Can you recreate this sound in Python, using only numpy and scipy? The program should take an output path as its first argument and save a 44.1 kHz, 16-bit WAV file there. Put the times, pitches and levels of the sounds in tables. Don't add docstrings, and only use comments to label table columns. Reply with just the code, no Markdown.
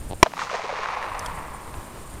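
import sys
import numpy as np
from scipy import signal
from scipy.fft import rfft, irfft, next_fast_len
from scipy.io import wavfile
from scipy.ndimage import minimum_filter1d, map_coordinates

SR = 44100
rng = np.random.default_rng(int(sys.argv[2]) if len(sys.argv) > 2 else 0)


def bounce(signal):
    frames = np.transpose(np.atleast_2d(signal))
    limited = np.clip(frames, -1, 1)
    pcm = np.round(limited * 32767).astype(np.int16)
    wavfile.write(sys.argv[1], SR, pcm)


N = 97020

# [f/Hz, level/dB]
BLAST_COLOUR = [(30, 6), (100, 2.5), (220, -3.5), (360, 3), (600, 0), (1000, -1.5), (1600, -9), (2400, 0.5),
                (6000, -4.5), (15000, -32.5)]
# [f/Hz, level/dB, T60/s]
BODY_MODES = [(86, -21, 0.017), (363, -7.5, 0.016), (671, -12.5, 0.027), (998, -7.5, 0.02),
              (2260, -15, 0.014)]
# [f/Hz, level/dB]
GROUND_RESPONSE = [(1000, 1), (2500, 1), (10000, -19)]
# [f/Hz, level/dB]
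ROLL_COLOUR = [(30, -33), (100, -16.5), (190, -3.5), (300, -10), (600, -24), (2000, -26), (12000, -31)]
# [t/s, level/dB, reference f/Hz, T60/s]
OBJECT_ECHOES = [(0.2611, 1.5, 752, 0.014), (0.2667, 2, 546, 0.0067), (0.271, -14, 850, .02),
                 (0.3193, -13, 1050, 0.0079), (0.3366, -5, 814, .008), (0.369, -9, 1090, 0.015),
                 (0.3776, -0.5, 1010, 0.004), (.392, -2, 1220, 0.012), (0.416, -4, 1084, 0.043),
                 (0.4275, -22, 1030, 0.025), (0.4707, -13, 1200, 0.039), (0.498, -10, 1180, 0.049),
                 (.513, -8.5, 660, 0.014), (0.53, -4, 560, 0.0067), (.542, -5, 565, 0.056),
                 (.593, -9, 748, 0.032), (.640, -7.5, 490, 0.017), (.654, -11, 583, 0.027),
                 (.692, -12.5, 700, 0.1), (0.726, -10, 496, 0.024), (0.738, -12, 1040, 0.024),
                 (0.791, -20.5, 543, 0.068), (0.8579, -9, 1500, .012), (0.8867, -13, 940, 0.028),
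                 (.936, -15, 1000, .035), (.970, -16, 800, .04), (1.026, -18, 1400, .02),
                 (1.149, -18.5, 860, 0.018), (1.482, -28.5, 1020, 0.013), (1.741, -31, 980, .025)]
# [multiple of reference f, level/dB]
ECHO_SPECTRUM = [(.2, -26), (.55, -18), (.85, 7.5), (1.2, 2.5), (1.6, -8), (2.3, -11.5), (4, -18), (8, -20),
                 (16, -49)]
# [f/Hz, level/dB]
ECHO_TREBLE_LOSS = [(2500, 0), (6000, -7.5), (10000, -20), (15000, -20)]
# [t/s, level/dB]
TREE_ARRIVAL = [(.23, -7), (.30, -20), (.35, -16.5), (.40, -3.5), (.44, -4), (.485, -7.5), (.52, 0.5),
                (.62, 0), (.86, 3.5), (1.15, 1.5), (1.5, -1), (2.2, 2.5)]
# [f/Hz, level/dB]
TREE_COLOUR = [(60, -15.5), (180, -13.5), (280, -21), (500, -5), (750, -4), (1080, 2), (1450, -8.5),
               (1900, -6.5), (2500, -8), (3100, -15), (3800, -14), (6500, -16.5), (9500, -31), (15000, -68)]
# [f/Hz, fade/(dB/s)]
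TREE_FADE = [(150, 27), (500, 24.7), (1000, 20.7), (2000, 25.4), (4000, 35.3), (8000, 52)]
# [t/s, level/dB, f/Hz]
COCKING_CLICKS = [(1.1924, -25.5, 4950), (1.2604, -27.5, 2860)]
# [f/Hz, level/dB, T60/s]
STEEL_MODES = [(3230, 3.5, 0.021), (4550, -9.5, 0.044), (5240, 1, .016), (6140, -2, 0.022),
               (7843, -9, 0.015), (9120, -4.5, 0.02), (11000, -12, 0.018), (13900, -22, .04)]
# [t/s, peak level/dB]
THUDS = [(0.1011, -30), (0.1111, -19), (0.1228, -18.5), (0.1329, -17.5)]
# [f/Hz, level/dB]
THUD_COLOUR = [(40, -9), (130, 1), (400, -2.5), (850, -0.5), (1300, -28), (4000, -21), (6000, -40),
               (15000, -54)]
# [t/s, level/dB]
WIND_LEVEL = [(0, -36.5), (.12, -32), (.19, -41.5), (.29, -53), (.45, -35), (.9, -41), (1.25, -39),
              (1.38, -40), (1.47, -39), (1.62, -42), (1.79, -33), (1.84, -47), (1.95, -39.5), (2.05, -36),
              (2.2, -41.5)]
# [f/Hz, level/dB]
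WIND_COLOUR = [(15, 1.5), (40, -3), (80, -4), (150, -12.5), (300, -22.5), (800, -48), (3000, -62)]
# [f/Hz, level/dB]
HISS_COLOUR = [(50, 14), (250, 17), (500, 14), (1000, 9.5), (2000, 3), (3500, -2), (6000, -5), (9000, -4),
               (12500, -7.5), (15000, 7), (15600, -12)]
# [f/Hz, level/dB]
INSECT_COLOUR = [(5500, -31), (7300, -4), (8200, -8), (9000, 3), (9800, -8), (12000, -11), (15000, -25)]
# [f/Hz, level/dB]
RECORDER_TREBLE = [(9000, 0), (13000, -2.5), (15000, -13), (16200, -7)]

SHOT_S, SHOT_DB = 0.2288, 22.5
PUSH_S = 0.00044
GAS_DB, GAS_T60_S = -9, 0.019
WASH_DB, WASH_T60_S = -48.5, 0.38
BOUNCE_DELAY_S, BOUNCE_DB = 0.003, -4.5
ROLL_DB, ROLL_RISE_S, ROLL_T60_S = -18.5, 0.12, 0.87
FRONT_SHARE = 0.077
TREES_DB, FADE_START_S = -13, 0.41
TWIGS_PER_S, TREE_FLUTTER_DB = 5000, 1
SCRAPE_DB, SCRAPE_T60_S, CLICK_RISE_S = 10.5, 0.014, 0.0012
HISS_DB, INSECTS_DB, INSECT_FLUTTER_DB = -43.5, -53, 3
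THRESHOLD_DB, DEEPEST_DB = -5, 15
GAIN_TIME_CONSTANT_S, HOLD_S, RECOVER_DB_PER_S = 0.00435, 0.39, 22.5
CEILING, TOP_HZ = 0.97, 16200


def amp(db):
    return 10 ** (np.asarray(db) / 20)


def unit(x):
    return x / np.sqrt(np.mean(x ** 2) + 1e-20)


def along(points, hz):
    f, value = np.transpose(points)
    return np.interp(np.log(hz + 1e-3), np.log(f), value)


def curve(points):
    return np.interp(np.arange(N) / SR, *np.transpose(points))


def wobble(rate):
    knots = rng.standard_normal(int(N * rate / SR) + 4)
    return map_coordinates(knots, [np.arange(N) * rate / SR])


def coloured(x, points):
    m = 2 * next_fast_len(len(x))
    hz = np.fft.rfftfreq(m, 1 / SR)
    cepstrum = irfft(np.log(amp(along(points, hz))))
    cepstrum[1:m // 2] *= 2
    cepstrum[m // 2 + 1:] = 0
    response = np.exp(rfft(cepstrum))
    return irfft(rfft(x, m) * response)[:len(x)]


def dying(t, t60):
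    return np.exp(-np.log(1000) * t / t60)


def placed(x, s):
    return np.pad(x, (max(round(s * SR), 0), N))[:N]


def shot():
    t = np.arange(SR // 3) / SR
    shock = (1 - t / PUSH_S) * np.exp(-t / PUSH_S)
    turbulence = amp(GAS_DB) * dying(t, GAS_T60_S) + amp(WASH_DB) * dying(t, WASH_T60_S)
    gas = rng.standard_normal(len(t)) * turbulence
    body_ring = sum(
        amp(db) * np.sin(2 * np.pi * hz * t) * dying(t, t60)
        for hz, db, t60 in BODY_MODES
    )
    blast = coloured(shock + gas, BLAST_COLOUR)
    direct = placed(blast + body_ring, SHOT_S)
    reflected = placed(coloured(blast, GROUND_RESPONSE), SHOT_S + BOUNCE_DELAY_S)
    return -amp(SHOT_DB) * (direct + amp(BOUNCE_DB) * reflected)


def ground_roll():
    t = np.arange(N) / SR
    swell = (1 - np.exp(-t / ROLL_RISE_S)) * dying(t, ROLL_T60_S)
    rumble = unit(coloured(rng.standard_normal(N), ROLL_COLOUR))
    return placed(amp(ROLL_DB) * swell * rumble, SHOT_S)


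def echoes():
    t, out = np.arange(SR // 8) / SR, np.zeros(N)
    for s, db, reference_hz, t60 in OBJECT_ECHOES:
        spectrum = [(reference_hz * multiple, level) for multiple, level in ECHO_SPECTRUM]
        decay = dying(t, t60)
        front = unit(coloured(signal.unit_impulse(len(t)), spectrum))
        smear = unit(coloured(rng.standard_normal(len(t)) * decay, spectrum))
        echo = np.sqrt(FRONT_SHARE) * front + np.sqrt(1 - FRONT_SHARE) * smear
        decay_rms = np.sqrt(np.mean(decay ** 2))
        out += placed(amp(db) * echo * decay_rms, s)
    return coloured(out, ECHO_TREBLE_LOSS)


def tree_line():
    twigs = rng.standard_normal(N) * (rng.random(N) < TWIGS_PER_S / SR)
    hz, t, spectrum = signal.stft(unit(coloured(twigs, TREE_COLOUR)), SR, nperseg=256)
    fade_db = -along(TREE_FADE, hz)[:, None] * np.maximum(t - FADE_START_S, 0)
    scatter = signal.istft(spectrum * amp(fade_db), SR, nperseg=256)[1][:N]
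    level_db = TREES_DB + curve(TREE_ARRIVAL) + TREE_FLUTTER_DB * wobble(70.23)
    after_shot = np.arange(N) > SHOT_S * SR
    return scatter * amp(level_db) * after_shot


def cocking():
    t, out = np.arange(SR // 8) / SR, np.zeros(N)
    for s, db, low_hz in COCKING_CLICKS:
        ring = sum(
            amp(level) * np.sin(2 * np.pi * (hz * t + rng.random())) * dying(t, t60)
            for hz, level, t60 in STEEL_MODES
        )
        scrape = amp(SCRAPE_DB) * rng.standard_normal(len(t)) * dying(t, SCRAPE_T60_S)
        click = (ring + scrape) * (1 - np.exp(-t / CLICK_RISE_S))
        passband = [(low_hz * 0.79, -22), (low_hz, 0), (9500, 0), (14000, -8), (16000, -22)]
        out += placed(amp(db) * coloured(click, passband), s)
    return out


def stutter():
    thud = coloured(signal.unit_impulse(SR // 20), THUD_COLOUR)
    thud = thud / np.abs(thud).max()
    return sum(placed(amp(db) * thud, s) for s, db in THUDS)


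def wind():
    rumble = unit(coloured(rng.standard_normal(N), WIND_COLOUR))
    return rumble * amp(curve(WIND_LEVEL) + 2.3 * wobble(9.7))


def field_hiss():
    hiss = unit(coloured(rng.standard_normal(N), HISS_COLOUR))
    return hiss * amp(HISS_DB + 1.2 * wobble(12.08))


def insects():
    buzz = unit(coloured(rng.standard_normal(N), INSECT_COLOUR))
    return buzz * amp(INSECTS_DB + INSECT_FLUTTER_DB * wobble(60.34))


def scene():
    blast = shot() + ground_roll()
    reflections = echoes() + tree_line()
    handling = cocking() + stutter()
    background = wind() + field_hiss() + insects()
    return np.tile(blast + reflections + handling + background, (2, 1))


def record(dry):
    t = np.arange(N) / SR
    level_db = 20 * np.log10(np.abs(dry[0]) + 1e-9)
    excess_db = np.clip(level_db - THRESHOLD_DB, 0, DEEPEST_DB)
    hold = 2 * int(HOLD_S * SR / 2) + 1
    held_db = -minimum_filter1d(-excess_db, hold, origin=hold // 2, mode="constant")
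    slope_db = RECOVER_DB_PER_S * t
    duck_db = np.maximum.accumulate(held_db + slope_db) - slope_db
    pole = np.exp(-1 / (GAIN_TIME_CONSTANT_S * SR))
    smooth_duck_db = signal.lfilter([1 - pole], [1, -pole], duck_db)
    clipped = np.clip(dry * amp(-smooth_duck_db), -CEILING, CEILING)
    filtered = np.array([coloured(channel, RECORDER_TREBLE) for channel in clipped])
    lowpass = signal.firwin(255, TOP_HZ, fs=SR, window="blackman")
    return signal.fftconvolve(filtered, lowpass[None], mode="same", axes=1)


dry = scene()
out = record(dry)
bounce(out)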